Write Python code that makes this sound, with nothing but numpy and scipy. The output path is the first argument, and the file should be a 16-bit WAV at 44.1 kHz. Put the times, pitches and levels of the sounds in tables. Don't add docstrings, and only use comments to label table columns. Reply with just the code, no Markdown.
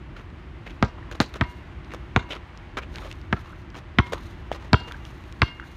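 import sys
import numpy as np
from scipy import signal
from scipy.fft import rfft, irfft
from scipy.io import wavfile

SR = 44100
rng = np.random.default_rng(int(sys.argv[2]) if len(sys.argv) > 2 else 0)


def invert_db(x):
    u = np.asarray(x, float) / 20
    return 10 ** u


def master(y):
    cut = np.clip(np.atleast_2d(y).T, -1, 1)
    pcm = np.round(cut * 32767)
    wavfile.write(sys.argv[1], SR, pcm.astype(np.int16))


N = 254016

# time in seconds, contact time as a ratio to the usual.
TOUCHES = [(0.8263, 1.0), (1.2024, .9), (1.4108, .99), (2.1623, .98), (3.3273, 1.07), (3.9863, 1.0),
           (4.7314, .97), (5.4184, 1.02)]
# thump level in dB (its force), slap level in dB, slap pitch in Hz,
# crack level in dB, knock level in dB.
BOUNCES = [
    (-12, -3.5, 1340, -26.5, -10),
    (-17.5, -6, 1555, -19.5, -10),
    (-12, -5, 1950, -30.5, -15.5),
    (-10.5, -3.5, 1380, -20.5, -13),
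    (-17.5, -6, 1810, -38, -14.5),
    (-8, 0.5, 2130, -26.5, -9),
    (-5, -1, 1560, -17, -9),
    (-9, -0.5, 2160, -18, -19.5),
]
# level in dB of the first, second, third and fourth air mode, one row a bounce.
FACING = [(8.5, 8, 1, 1), (7, -1, 1, 0.1), (13.5, 6, 11.5, 4), (11, -2, 4, 1.5), (-13, 1, -7, 10),
          (2, -4, 3.5, -26), (-6.5, -1, -14, -5), (-3, 11.5, 8.5, 8)]
# time in seconds, distance from the wall in metres.
WALL_DISTANCE = [(0.8, 3.5), (3.33, 6.4), (4.0, 13), (5.45, 10.1)]
USUAL_FORCE_DB = -11


def ball():
    out = np.zeros(N)
    lead = .012
    t = np.arange(int(SR * .6)) / SR - lead
    for (s, stretch), bounce, facing_db in zip(TOUCHES, BOUNCES, FACING):
        thump_db, slap_db, slap_hz, crack_db, knock_db = bounce
        force_db = thump_db - USUAL_FORCE_DB
        wall_m = np.interp(s, *np.transpose(WALL_DISTANCE))
        hit = invert_db(slap_db) * slap(t, slap_hz)
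        hit += invert_db(crack_db + 13.5) * crack(t)
        hit += invert_db(slap_db - 43.5) * tick(t)
        hit += invert_db(-24 + 2.03 * force_db) * release(t, at=.013 * stretch)
        hit += body(t, thump_db, knock_db, stretch)
        place = yard(delay=2 * wall_m / 343, echo_db=-13 - 1.22 * wall_m)
        ring = ringing(t, np.add(facing_db, -55 + 3 * force_db), upper_db=-15 + 1.42 * wall_m)
        add(out, s - lead, signal.fftconvolve(hit, place)[:len(t)] + ring)
    return out


def slap(t, hz):
    out = 0
    # delay in seconds, level in dB, pitch ratio
    for at, jolt_db, sag in [(0, 0, 1), (.0026, -4, .82), (.0047, -8, .66), (.0075, -14, .6)]:
        age = np.maximum(t - at * rng.uniform(0.872, 1.3), 0)
        attack = np.minimum(age / 0.00036, 1)
        # pitch ratio, level in dB, decay in seconds
        for ratio, db, decay in [(0.954, 3.5, 0.00082), (0.629, -7.0, 0.0012), (1.44, -7, 0.0012)]:
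            detune = 1 + rng.normal(0, .04)
            wave = np.sin(2 * np.pi * hz * ratio * sag * detune * age - .9)
            luck_db = rng.normal(0, 1.5)
            out = out + invert_db(jolt_db + db + luck_db) * wave * np.exp(-age / decay) * attack
    return band(out, 320, 6100)


# frequency in Hz, density in dB per Hz.
CRACK_COLOUR = [(880, -41), (1500, 4.5), (2060, -6), (2460, -1.5), (3960, 3), (4830, -10), (6500, -15.5),
                (7690, -28), (10600, -85), (14300, -45), (16000, -69)]


def crack(t):
    age = np.maximum(t, 0)
    decay = np.exp(-age / 0.00037) + 0.062 * np.exp(-age / 0.0063)
    shape = decay * np.minimum(age / 0.000071, 1)
    front = band(band(coloured(CRACK_COLOUR, len(t)) * shape, 1200, 7000), 900, 9000)
    return front * np.linalg.norm(shape) / np.linalg.norm(front)


def tick(t):
    shape = (t > 0) * np.exp(-np.maximum(t, 0) / 0.0007)
    click = band(rng.standard_normal(len(t)) * shape, 6500, 12000)
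    return click * np.linalg.norm(shape) / np.linalg.norm(click)


def body(t, thump_db, knock_db, stretch):
    u = t / stretch
    lift_off = 1 / (1 + np.exp(np.clip((u - .0212) / .0012, -50, 50)))
    swing = bell(u, 0.015, 0.0072) * lift_off + 0.24 * bell(u, -0.0021, 0.0047)
    thump = np.cos(2 * np.pi * 96 * (u - .0074)) * swing
    sway = -.16 * np.sin(2 * np.pi * 56 * (u - .021)) * bell(u, .031, .011) * (1 - lift_off)
    knock_shape = np.minimum(np.maximum(u, 0) / .0015, 1) * bell(np.maximum(u, .004), .004, .005)
    knock = np.cos(2 * np.pi * 208 * (u - .0026)) * knock_shape
    wobble_hz = rng.uniform(262, 490.5)
    wobble = np.sin(2 * np.pi * (wobble_hz * u + rng.random())) * bell(u, 0.015, 0.0044)
    return invert_db(thump_db) * (thump + sway + 0.23 * wobble) + invert_db(knock_db) * knock


def release(t, at):
    shape = bell(t, at, .003)
    noise = rng.standard_normal(len(t))
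    low = band(band(noise, 894, 1320), 810, 2300)
    high = band(band(noise, 1900, 3730), 2100, 3300)
    flutter = (low + 0.096 * high) * shape
    return flutter / np.sqrt(np.sum(flutter ** 2) / np.sum(shape ** 2))


# frequency in Hz, time to fall 60 dB in seconds.
AIR_MODES = [(972, 0.75), (1583, 0.27), (2140, 0.6), (2815, 0.8)]
# frequency in Hz, level in dB against the mean air mode,
# time to fall 60 dB in seconds.
UPPER_MODES = [(1362, -3, .2), (2681, -3, .3), (3203, -2, .3), (3456, -5, .25), (3750, -5, .22),
               (4366, -5, .3), (5023, -11, .2), (5900, -13, .18)]


def ringing(t, levels_db, upper_db):
    age = np.maximum(t - 0.004, 0)
    out = 0
    modes = [(hz, db, t60, 12) for (hz, t60), db in zip(AIR_MODES, levels_db)]
    for hz, db, t60 in UPPER_MODES:
        modes.append((hz, np.mean(levels_db) + upper_db + db + rng.normal(0, 2), t60, 45))
    for hz, db, t60, split_hz in modes:
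        lines = np.sin(2 * np.pi * (hz * age + rng.random()))
        for _ in range(3):
            side_hz = hz + rng.normal(0, split_hz)
            lines += .33 * np.sin(2 * np.pi * (side_hz * age + rng.random()))
        out = out + invert_db(db + 1.5 - 60 * age / t60) * lines
    return out * np.minimum(age / .008, 1)


def yard(delay, echo_db):
    t = np.arange(SR // 2) / SR
    shape = 0
    for at, db in [(delay, 0), (delay + .034, -11)]:
        shape = shape + invert_db(db) * (t > at) * np.exp(-np.maximum(t - at, 0) / 0.0095)
    smear = shape * rng.standard_normal(len(t))
    tail = np.minimum(t / .012, 1) * invert_db(-60 * t / 0.27) * rng.standard_normal(len(t))
    wet = invert_db(echo_db) * smear / np.linalg.norm(smear) + invert_db(-20.5) * tail / np.linalg.norm(tail)
    wet = band(wet, 210, 10000) + invert_db(0.5) * band(wet, 3350, 10200)
    wet[0] = 1
    return wet


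# start in seconds, level in dB, length in seconds, grit pitch in Hz.
GRINDS = [(1.1116, -24.5, .011, 1350), (1.146, -29, 0.0064, 1150), (1.2045, -11, 0.0084, 1440),
          (1.2314, -32, .015, 3200), (1.352, -27.5, 0.016, 1230), (1.9345, -26.5, 0.021, 1130),
          (2.289, -34.5, 0.012, 960), (2.939, -36, 0.0061, 4500), (3.048, -36.5, 0.03, 1080),
          (3.0986, -37.5, 0.032, 2430), (3.76, -32.5, 0.03, 950), (4.062, -37, .011, 993),
          (4.121, -18, .019, 1050), (4.5247, -29, 0.026, 1390), (4.554, -30.5, 0.01, 930),
          (4.5975, -39.5, 0.084, 1080), (4.8734, -29.5, .014, 1040)]
# start in seconds, level in dB, length in seconds, grit pitch in Hz.
SCUFFS = [(0.1614, -33, 0.047, 1250), (0.656, -28.5, 0.023, 2190), (0.695, -34, .018, 2440),
          (1.338, -25.5, 0.0048, 1410), (1.915, -28, .01, 2170), (2.3038, -20.5, 0.026, 3100),
          (2.3258, -28.5, 0.04, 1180), (2.769, -15.5, 0.018, 1270), (2.816, -30, 0.021, 2500),
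          (2.9465, -32, 0.053, 1740), (3.01, -35, 0.065, 600), (3.438, -37, 0.034, 1200),
          (3.475, -47, 0.013, 1160), (3.7425, -28.5, 0.012, 960)]
# start in seconds, level in dB, length in seconds, pitch in Hz.
RUBS = [(0.97, -36.5, 0.021, 950), (1.022, -35, 0.0099, 1670), (1.088, -37, 0.013, 1050),
        (2.975, -37, 0.026, 920), (3.015, -31, 0.011, 1240), (3.035, -37, .012, 1150),
        (3.46, -41, 0.024, 1170), (3.3594, -33, 0.025, 1280), (3.495, -35, .02, 1210),
        (3.524, -31, 0.0063, 1350), (4.12, -26, 0.0064, 534), (4.155, -31.5, 0.033, 1050),
        (4.862, -45, .012, 1100), (4.9327, -28.5, 0.014, 1570), (5.6144, -33.5, 0.024, 1530)]


def shoes():
    grinding = scuffs(GRINDS, thud_db=0.5, bright_db=15.5, focus_db=6)
    landing = scuffs(SCUFFS, thud_db=-3, bright_db=8.5, focus_db=8)
    rubbing = scuffs(RUBS, thud_db=-3, bright_db=-17, focus_db=23)
    return grinding + landing + rubbing


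# frequency in Hz, density in dB per Hz.
SOLE_COLOUR = [(120, -35), (200, 3), (509, 9), (836, -0.5), (1270, 0.5), (2420, -2.5), (2700, -2.5),
               (3830, -10.5), (4770, -21.5), (6640, -28), (7680, -38), (13800, -46), (16000, -49)]


def scuffs(rows, thud_db, bright_db, focus_db):
    out = np.zeros(N)
    t = np.arange(SR // 8) / SR
    hz = np.geomspace(100, 17000, num=40)
    colour_hz, colour_db = np.transpose(SOLE_COLOUR)
    sole_db = np.interp(np.log(hz), np.log(colour_hz), colour_db)
    tilt_db = np.interp(np.log(hz), np.log([600, 1500, 3000, 7000]), [thud_db, 0, 0, bright_db])
    for s, db, length, grit_hz in rows:
        peak_db = focus_db * bell(np.log(hz / grit_hz), 0, .25)
        sound = filtered(grains(len(t)), np.transpose([hz, sole_db + tilt_db + peak_db]))
        clumps_db = np.interp(t, np.arange(50) * .003, rng.normal(0, 4.5, size=50))
        shape = np.minimum(t / .002, 1) * invert_db(-np.maximum(t - length, 0) * 1100)
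        sound = shape * invert_db(clumps_db) * sound
        loudness = np.linalg.norm(band(sound, 1000, 5000)) / np.linalg.norm(shape)
        add(out, s, invert_db(db - 14) * sound / loudness)
    return out


# start in seconds, level in
# dB, pitch in Hz.
SNAPS = [(0.302, -37, 3030), (0.7073, -32.5, 2700), (0.7657, -40.5, 3180), (1.3406, -24, 3560),
         (1.847, -34, 3690), (1.907, -28, 2400), (2.308, -26, 2600), (2.322, -16, 3300), (2.352, -27, 4000),
         (2.575, -28.5, 4360), (2.9584, -16, 3360), (2.984, -25, 3100), (3.1141, -21.5, 3600),
         (3.1264, -24.5, 3740), (3.2148, -34, 3650), (3.3933, -33, 3260), (3.7027, -33, 4170),
         (4.07, -29, 3370), (4.077, -33, 3710), (4.1808, -31.5, 3450), (4.527, -22, 3110),
         (4.548, -31, 3800), (4.5614, -42, 3000), (4.9211, -19.5, 3320), (5.0518, -25.5, 3260),
         (5.0685, -36, 3300), (5.239, -34.5, 3900), (5.325, -30, 3860), (5.396, -38, 3800)]
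# start in seconds, level in dB, pitch in Hz.
PALM = [
    (4.516, -3.5, 660),
    (4.912, -17.5, 1440),
    (5.598, -15.5, 1510),
    (5.639, -29, 1466),
]


def snaps():
    out = np.zeros(N)
    t = np.arange(SR // 20) / SR
    for s, db, hz in SNAPS:
        snap = band(rng.standard_normal(len(t)) * np.exp(-t / 0.00078), hz * .5, hz * 1.17)
        add(out, s, invert_db(db - 5) * snap / np.abs(snap).max())
    for s, db, hz in PALM:
        pop = -np.sin(2 * np.pi * hz * t) * t / 0.001 * np.exp(1 - t / 0.00064)
        skin = band(rng.standard_normal(len(t)), 940, 2800) * np.exp(-t / 0.0044)
        add(out, s, invert_db(db - 4.5) * (pop + 0.31 * skin))
    return out


# time of full pressure in seconds, level in dB, hold in seconds.
SLIDES = [(0.197, -90, .06), (0.7, -83, 0.11), (1.234, -77, 0.018), (1.513, -81, 0.025), (1.939, -84, .04),
          (2.326, -88, .04), (2.968, -70.5, 0.089), (3.38, -74, 0.019), (4.045, -78.5, 0.13),
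          (4.254, -76.5, 0.089), (4.78, -79.5, 0.37), (5.29, -84, 0.033), (5.454, -78, 0.039),
          (5.67, -78.5, 0.058)]
# frequency in Hz, density in dB per Hz.
GRIT_COLOUR = [(2350, -8), (4000, 2), (4900, -8), (6660, -6), (7790, -18), (9010, -12), (10400, -19),
               (14200, -15.5), (16000, -34)]


def drag():
    t = np.arange(N) / SR
    press_db_per_s, lift_db_per_s = 199, 80.5
    gain = invert_db(-100)
    for s, db, hold in SLIDES:
        press_db = press_db_per_s * np.maximum(s - t, 0)
        lift_db = lift_db_per_s * np.maximum(t - s - hold, 0)
        gain = gain + invert_db(db - press_db - lift_db)
    hiss = filtered(grains(N), GRIT_COLOUR)
    hiss = hiss / np.std(band(hiss, 5000, 18500))
    return gain * invert_db(9.0 + 3.5 * drift(25.0)) * hiss


def grains(size):
    sizes = invert_db(2.5 * np.minimum(rng.exponential(1, size), 4)) * rng.choice([-1, 1], size)
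    contacts = rng.random(size) < 6000 / SR
    return sizes * contacts + .45 * rng.standard_normal(size)


# time in seconds, level in dB.
HUM = [(0.0, -40.5), (0.64, -40), (1.33, -38), (1.75, -39), (2.2, -38.5), (3.95, -40), (4.81, -38),
       (5.36, -40.5), (5.76, -42)]
# frequency in Hz, density in dB per Hz.
RUMBLE_COLOUR = [(13, -48), (22, -41), (34, -4.5), (60, -1), (97, -8), (225, -18), (251, -20), (360, -15),
                 (437, -37), (600, -37.5), (780, -71), (1320, -120)]
# frequency in Hz, density in dB per Hz.
WASH_COLOUR = [(240, -37), (400, -4), (512, -1), (553, -6.5), (607, 1), (666, -3), (814, -1), (1180, -1.5),
               (1350, -3), (1460, -3.5), (2090, -4), (2510, -9), (2750, -8.5), (4800, -23), (16000, -51.5)]


def traffic():
    t = np.arange(N) / SR
    db = np.interp(t, *np.transpose(HUM))
    rumble = invert_db(db + 1.24 * drift(2.4)) * coloured(RUMBLE_COLOUR, N)
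    wash_power = invert_db(-51 + 0.78 * (db - db.mean()) + 0.27 * drift(5.2)) ** 2
    for (s, _), (thump_db, *_) in zip(TOUCHES, BOUNCES):
        age = np.maximum(t - s, 0) / 0.16
        wash_power += invert_db(-59 + thump_db - USUAL_FORCE_DB) ** 2 * age * np.exp(1 - age)
    return rumble + np.sqrt(wash_power) * coloured(WASH_COLOUR, N)


def rms_one(x):
    return x / np.sqrt(np.mean(x ** 2) + 1e-20)


def filtered(x, spectrum):
    hz, db = np.transpose(spectrum)
    f = np.maximum(np.fft.rfftfreq(len(x), 1 / SR), 1)
    gain = invert_db(np.interp(np.log(f), np.log(hz), db))
    return rms_one(irfft(rfft(x) * gain, len(x)))


def coloured(spectrum, size):
    return filtered(rng.standard_normal(size), spectrum)


def band(x, low_hz, high_hz):
    edges = [low_hz, min(high_hz, .45 * SR)]
    return signal.sosfilt(signal.butter(2, edges, "band", fs=SR, output="sos"), x)


def bell(t, at, width):
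    return np.exp(-((t - at) / width) ** 2)


def drift(rate_hz):
    r = np.exp(-2 * np.pi * rate_hz / SR)
    return rms_one(signal.lfilter([1], [1, -2 * r, r * r], rng.standard_normal(N + SR))[SR:])


def add(out, s, sound):
    i = round(s * SR)
    out[i:i + len(sound)] += sound[:N - i]


def scene():
    return (ball() + shoes() + snaps() + drag() + traffic())[None]


def low_pass(x):
    return signal.sosfilt(signal.butter(12, 16560, fs=SR, output="sos"), x)


def record(dry):
    bass_cut = signal.butter(2, 34, "high", fs=SR, output="sos")
    top_cut = signal.cheby2(10, 50, 16700, fs=SR, output="sos")
    limited = np.clip(signal.sosfiltfilt(bass_cut, dry), -.98, .98)
    mix = signal.sosfilt(top_cut, limited)
    return low_pass(mix)


dry = scene()
out = record(dry)
master(out)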